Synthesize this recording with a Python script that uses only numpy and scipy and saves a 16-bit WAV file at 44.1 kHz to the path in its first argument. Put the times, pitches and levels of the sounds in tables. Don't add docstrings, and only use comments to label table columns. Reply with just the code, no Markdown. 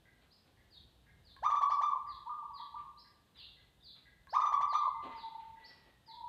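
import sys
import numpy as np
from scipy import signal
from scipy.fft import rfft, irfft, next_fast_len
from scipy.io import wavfile
from scipy.ndimage import uniform_filter1d, map_coordinates

SR = 44100
rng = np.random.default_rng(int(sys.argv[2]) if len(sys.argv) > 2 else 0)


def invert_db(level):
    return 10 ** (np.asarray(level, dtype=float) / 20)


def unload_wav(signal):
    wavfile.write(
        sys.argv[1],
        SR,
        np.round(np.clip(np.atleast_2d(signal).T, -1, 1) * 32767).astype(np.int16),
    )


N = 277168
T = np.arange(N) / SR


def along(points, hz):
    f, v = np.transpose(points)
    return np.interp(np.log(hz + 1), np.log(f + 1), v)


def wobble(knots_per_s):
    return map_coordinates(rng.standard_normal(int(N * knots_per_s / SR) + 4), [T * knots_per_s])


def coloured(points):
    m = next_fast_len(N)
    gain = invert_db(along(points, np.fft.rfftfreq(m, 1 / SR)))
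    x = irfft(rfft(rng.standard_normal(m)) * gain, m)[:N]
    return x / np.std(x)


def add(track, s, sound):
    part = track[round(s * SR):][:len(sound)]
    part += sound[:len(part)]


# multiple of f0, level/dB
OVERTONES = [(1, -1.5), (2, -18.5), (3, -24), (4, -36), (5, -29.5), (6, -49), (7, -50)]
# f/Hz, level/dB
PUFF = [(400, -34.5), (1500, -12.5), (3000, -7), (3600, -6), (5000, -16.5), (6400, -8.5), (7000, -20),
        (9000, -27), (12000, -58)]


def dove(notes, crop, from_hz, bend, sag_share, drop_hz, bright_db, puff_db, push, push_late_s):
    muffle_db, scoop_db = 24, -7
    push_s, drop_s = 0.0034, 0.013
    out, air = np.zeros(N), np.zeros(N)
    for s, rise, length, top_hz, db in notes:
        t = np.arange(round((length + 0.019) * SR)) / SR
        scoop = np.clip(1 - t / max(rise, 1e-4), 0, 1) ** bend
        drop = np.clip((t - length) / drop_s, 0, 1)
        sag = np.clip((t - rise) / max(length - rise, 1e-3), 0, 1) ** 1.9
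        hz = top_hz * (1 - sag_share * sag) - (top_hz - from_hz) * scoop - drop_hz * drop
        phase = 2 * np.pi * (np.cumsum(hz) / SR + rng.random())
        accent = 1 + push * np.exp(-((t - rise - push_late_s) / push_s) ** 2)
        buzz_db = bright_db - 18 * sag
        tone = np.zeros(len(t))
        for k, level in OVERTONES:
            partial_db = level + along(crop, k * hz)
            if k > 1:
                partial_db = partial_db + buzz_db
            if k > 2:
                partial_db = partial_db - muffle_db * scoop
            tone += invert_db(partial_db) * (accent if k == 1 else 1) * np.sin(k * phase)
        attack = np.clip(t / (.004 + 0.28 * rise), 0, 1)
        release = np.cos(np.pi / 2 * drop) ** 2
        add(out, s, invert_db(db + scoop_db * scoop) * attack * release * tone)
        add(air, s, invert_db(db + puff_db) * np.exp(-((t - 0.71 * rise) / 0.013) ** 2))
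    return out + air * coloured(PUFF)


def scooped(notes):
    rise_s, rise_per_pause, longest_rise_s = .0165, .08, .04
    waits = np.diff([s for s, *_ in notes], prepend=0)
    return [(s, min(rise_s + rise_per_pause * wait, longest_rise_s), *rest)
            for (s, *rest), wait in zip(notes, waits)]


def with_rise(notes, rise_s):
    return [(s, rise_s, *rest) for s, *rest in notes]


# t/s, peak level/dB
BEAK = [
    (1.365, -44.5),
    (4.271, -45.5),
]


def beak():
    out, t = np.zeros(N), np.arange(SR // 10) / SR
    for s, db in BEAK:
        ring = np.sin(2 * np.pi * 1080 * t) * invert_db(-5.0 - 60 * t / 0.092)
        ring += np.sin(2 * np.pi * 1650 * t) * invert_db(-60 * t / 0.028)
        crack = uniform_filter1d(rng.standard_normal(len(t)), size=7)
        add(out, s, invert_db(db - 17.5) * (ring + invert_db(-2.5 - 60 * t / .012) * crack))
    return out


# t/s, length/s, top f/Hz, level/dB
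CAGED = [(1.42, 0.071, 1210, -22), (1.494, 0.038, 1173, -23.5), (1.545, .06, 1196, -25.5),
         (1.61, .05, 1154, -23.5), (1.695, .07, 1165, -24.5), (1.806, .09, 1190, -24),
         (4.322, 0.045, 1235, -21), (4.394, 0.064, 1212, -24), (4.447, 0.059, 1205, -24.5),
         (4.517, 0.059, 1152, -24), (4.603, 0.044, 1177, -23.5), (4.723, 0.083, 1202, -22.5)]
# t/s, length/s, top f/Hz, level/dB
CLOSING = [
    (1.906, .04, 1158, -31),
    (1.95, 0.0044, 720, -43),
    (4.828, .04, 1142, -30),
    (4.865, 0.016, 675, -41),
]
# f/Hz, level/dB
CROP = [(300, -24), (600, -5), (900, -2.5), (1200, -2.5), (1700, 1), (2400, -10), (2900, -6), (3600, -2),
        (4200, 6.5), (4750, -2.5), (5300, -13), (6000, -1.5), (7000, -19)]


def caged_dove():
    coos = dove(scooped(CAGED), CROP, from_hz=420, bend=1.6, sag_share=.035, drop_hz=400,
                bright_db=0.1, puff_db=-33, push=2.2, push_late_s=0.0062)
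    closing = dove(with_rise(CLOSING, .003), CROP, from_hz=360, bend=2.2, sag_share=.14, drop_hz=302,
                   bright_db=-6.5, puff_db=-36, push=3.0, push_late_s=0.026)
    return coos + closing + invert_db(15) * beak()


# t/s, rise/s, length/s, top f/Hz, level/dB
NEIGHBOUR = [
    (2.258, .037, 0.077, 1210, -36),
    (2.338, 0.0049, 0.033, 1209, -40),
    (2.383, 0.0035, .03, 1190, -40.5),
    (2.422, .02, 0.047, 1159, -41.5),
    (2.499, .02, .066, 1139, -45),
    (2.59, 0.02515, 0.074, 1159, -42),
    (2.738, .019, 0.06, 1193, -40),
    (2.825, 0.0059, 0.067, 1092, -54),
]
# f/Hz, level/dB
FAR_CROP = [(600, -58), (800, 5.5), (920, 4.5), (1050, 0), (1200, 0.5), (2400, -15.5), (6000, -36)]


def neighbour_dove():
    return dove(NEIGHBOUR, FAR_CROP, from_hz=880, bend=0.3175, sag_share=0.012, drop_hz=150,
                bright_db=-17, puff_db=-51.0, push=1.17, push_late_s=-.011)


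# t/s, length/s, f/Hz, level/dB
DEEP = [(4.936, 0.047, 920, -44), (5.07, 0.048, 914, -57.5), (5.141, 0.016, 915, -47.5),
        (5.225, 0.029, 905, -43), (5.315, 0.0083, 900, -46), (5.341, 0.015, 900, -48),
        (5.383, 0.015, 905, -47), (5.424, 0.15, 900, -65), (6.074, 0.033, 905, -56.5),
        (6.129, 0.078, 945, -45.5), (6.204, 0.027, 950, -40.5), (6.242, 0.033, 945, -46)]


def deep_dove():
    return dove(with_rise(DEEP, 0.0073), FAR_CROP, from_hz=930, bend=1.06, sag_share=0.0083, drop_hz=60.4,
                bright_db=-19.0, puff_db=-53, push=0.23, push_late_s=0.007)


# t/s, level/dB
FALLING = [(0.701, -61.5), (1.24, -62.5), (2.067, -59.5), (2.531, -56.5), (3.368, -55), (3.828, -56),
           (4.68, -54.5), (5.158, -57), (6.058, -57)]
# t/s, level/dB
RISING = [
    (0.303, -64.5),
    (1.686, -58.5),
    (2.969, -57.5),
    (4.285, -56),
    (5.634, -55),
]
# t/s, from f/Hz, to f/Hz, level/dB
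STRAY = [
    (3.34, 4115, 2560, -61),
    (3.802, 3870, 3470, -67),
]


def chirps():
    # length/s, from f/Hz, to f/Hz, curve (over 1 = slow at first)
    fall, rise = (.078, 4950, 3210, 1.25), (0.044, 3800, 5550, .85)
    stray_hz_per_s, waver_db = 18000, 1.2
    out, flutter = np.zeros((3, N)), wobble(300)
    calls = [(s, *fall, db) for s, db in FALLING]
    calls += [(s, *rise, db) for s, db in RISING]
    calls += [(s, (a - b) / stray_hz_per_s, a, b, 1, db) for s, a, b, db in STRAY]
    for k, (s, length, from_hz, to_hz, curve, db) in enumerate(calls):
        u = np.linspace(0, 1, round(length * SR))
        glide = u ** curve - .06 * np.sin(2 * np.pi * u)
        hz = from_hz + (to_hz * rng.normal(1, 0.017) - from_hz) * glide
        hz = hz + 85 * flutter[round(s * SR):][:len(u)]
        swell = np.sin(np.pi * u) ** 1.1
        add(out[k % len(out)], s, invert_db(db + 1.0) * swell * np.sin(2 * np.pi * np.cumsum(hz) / SR))
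    return out * invert_db(waver_db * wobble(220))


# t/s, peak level/dB
TAPS = [(0.054, -53), (0.5715, -56.5), (1.0647, -53), (2.0655, -53), (2.58, -54.5), (3.0445, -55.5),
        (3.5681, -58), (4.055, -50.5), (5.5593, -52.5), (6.0786, -58.5)]
# f/Hz, level/dB, t60/s
HOLLOW = [
    (1678, -1, 0.062),
    (1920, 4.5, 0.027),
    (2050, -3, 0.057),
    (2157, -12, .05),
]


def taps():
    out, t = np.zeros(N), np.arange(SR // 4) / SR
    for s, db in TAPS:
        ring = np.zeros(len(t))
        for hz, level, t60 in HOLLOW:
            decay = invert_db(level + rng.normal(0, 0.37) - 60 * t / t60)
            ring += decay * np.sin(2 * np.pi * hz * rng.normal(1, 0.023) * t)
        add(out, s, invert_db(db - 10.5) * ring * (1 - np.exp(-t / .002)))
    return out


# t/s, f/Hz, level/dB
WHISTLE = [
    [(4.0, 2020, -75.5), (4.3, 2050, -83.5)],
    [(4.38, 1994, -61), (4.6, 2020, -60.5), (4.8, 2096, -60.5), (4.95, 2050, -59), (5.1, 2013, -59),
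     (5.3, 2020, -74), (5.5, 2126, -74)],
    [(5.56, 2024, -58), (5.65, 1926, -60.5), (5.77, 1870, -72.5), (5.97, 1855, -80)],
]


def whistle():
    out = np.zeros(N)
    for rows in WHISTLE:
        s, hz, db = np.transpose(rows)
        edge = np.clip(np.minimum(T - s[0], s[-1] - T) / 0.028, 0, 1)
        phase = 2 * np.pi * np.cumsum(np.interp(T, s, hz) + 18 * wobble(40)) / SR
        out += edge * invert_db(np.interp(T, s, db) + 2.3 * wobble(45)) * np.sin(phase)
    return out


# t/s, fade t60/s, level/dB, low weight level/dB
SHUFFLES = [(0.208, 0.14, -58.5, -9), (0.448, 0.24, -70, 4), (2.76, .3, -62.5, -13), (3.337, .63, -66, -29),
            (3.601, 0.23, -71, -12.5), (3.94, .4, -66, -15), (5.012, 0.78, -57.5, 2.5),
            (5.041, 0.13, -73.5, 29.5), (5.101, 1, -68.5, -31), (5.381, 0.83, -69.5, -19),
            (5.578, .95, -69, 0.5), (5.679, 1, -70.5, -8.5), (5.852, .13, -60.5, 4.5)]
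# f/Hz, level/dB
SCUFF = [(150, 1.5), (300, -17), (1000, 2), (2500, 2), (4200, 1.5), (5200, -22.5), (6500, -21.5),
         (16000, -48.5)]


def shuffles():
    scrape_rise_s = .026
    grit = coloured(SCUFF) * invert_db(1.5 * wobble(120))
    weight = coloured([(60, -18.5), (120, -24.0), (260, 4.5), (420, 2), (800, 0.0), (2000, -47), (4000, -120)])
    out, t = np.zeros(N), np.arange(SR // 2) / SR
    for s, t60, db, low_db in SHUFFLES:
        part = slice(round(s * SR), round(s * SR) + len(t))
        mix = grit[part] + invert_db(low_db + 0.5) * weight[part]
        envelope = invert_db(db - 60 * t / t60) * np.clip(t / scrape_rise_s, 0, 1) ** 2
        add(out, s, mix * envelope[:len(mix)])
    return out


# t/s, level/dB
TRAFFIC = [
    (0.0, -67),
    (0.09, -71.5),
    (1.28, -68.5),
    (1.82, -74.5),
    (2.52, -72),
    (4.93, -72),
    (5.0, -65.5),
    (5.27, -72),
    (6.28, -71),
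]
# f/Hz, level/dB per Hz
RUMBLE = [(20, -46), (35, -11.5), (58, 3), (80, -4.5), (125, -5), (180, -12.5), (260, -34), (400, -120)]
# f/Hz, level/dB per Hz
TOWN = [(88, -28.5), (150, -1.5), (337, -7), (382, -8), (505, -9), (619, -11.5), (723, -9.5), (819, -12),
        (1330, -17), (1730, -16.5), (2150, -21.5), (2510, -18.5), (3710, -14.5), (5140, -25), (6200, -29),
        (8060, -62.5), (13600, -120)]


def town():
    rumble_db = np.interp(T, *np.transpose(TRAFFIC)) + 3 * wobble(8.3)
    air_db = -72.5 + 0.64 * wobble(0.5)
    return invert_db(rumble_db) * coloured(RUMBLE) + invert_db(air_db) * coloured(TOWN)


# f/Hz, t60/s
YARD = [(300, 0.54), (1200, 0.92), (2200, 0.69), (4000, 0.57), (8000, 0.39)]
# t/s, level/dB
WALLS = [(.0045, -4.5), (.011, -0.1), (0.019, -3.5), (.023, 4.5), (.032, -6.5), (.046, -8.5)]
# f/Hz, level/dB
ANSWER = [(300, -10.5), (650, -14), (900, 4.5), (1250, -1), (1500, -5), (2300, -4), (3600, -3.5),
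          (5000, -12), (6000, -6), (9000, -19)]


def yard(x, wet_db, echo_db):
    build_s = 0.0082
    hz, t, z = signal.stft(rng.standard_normal(SR), SR, nperseg=256)
    decay = invert_db(-60 * t / along(YARD, hz)[:, None])
    tail = signal.istft(z * (1 - np.exp(-t / build_s)) * decay, SR, nperseg=256)[1]
    answer = invert_db(wet_db) * np.pad(tail / np.linalg.norm(tail), (round(.005 * SR), 0))
    for s, db in WALLS:
        answer[round(s * SR)] += invert_db(db + echo_db)
    m = next_fast_len(N + 2 * SR)
    colour = invert_db(along(ANSWER, np.fft.rfftfreq(m, 1 / SR)))
    return x + irfft(rfft(x, m) * rfft(answer, m) * colour, m)[:N]


def scene():
    doves = invert_db(-4.5) * yard(caged_dove(), wet_db=-6, echo_db=-7)
    doves += invert_db(-2.0) * yard(neighbour_dove(), wet_db=-8.5, echo_db=-11)
    doves += invert_db(-7.0) * yard(deep_dove(), wet_db=-0.5, echo_db=-7.0)
    bird = invert_db(-1.5) * sum(yard(echo_group, wet_db=12.0, echo_db=-4.5) for echo_group in chirps())
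    tapping = yard(taps(), wet_db=12.5, echo_db=-2.5)
    far_bird = invert_db(-12.0) * yard(whistle(), wet_db=13, echo_db=-3.0)
    feet = yard(shuffles(), wet_db=-6.5, echo_db=-8.5)
    return (doves + bird + tapping + far_bird + feet + town())[None]


def top_cut(x):
    return signal.sosfilt(signal.butter(12, 15700, fs=SR, output="sos"), x)


# f/Hz, level/dB
SHIMMER = [(6500, -59), (7700, -53.5), (8700, -56), (9500, -42.5), (10300, -59), (11500, -34), (13000, -30),
           (15000, -44.5)]
# f/Hz, level/dB per Hz
HISS = [(4500, -60.5), (6300, -2.5), (7000, -3), (8800, -1.2), (9300, -5), (10500, -7), (11000, -0.2),
        (12500, -4.5), (14000, -6.5), (15500, -12), (16500, -64)]


def record(dry):
    shift_hz = 7500
    m = next_fast_len(N)
    shifted = dry * np.cos(2 * np.pi * shift_hz * T + .91 * wobble(570))
    colour = invert_db(6.5 + along(SHIMMER, np.fft.rfftfreq(m, 1 / SR)))
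    shimmer = irfft(rfft(shifted, m) * colour, m)[:, :N]
    return top_cut(dry + shimmer + invert_db(-85.0) * coloured(HISS))


dry = scene()
out = record(dry)
unload_wav(out)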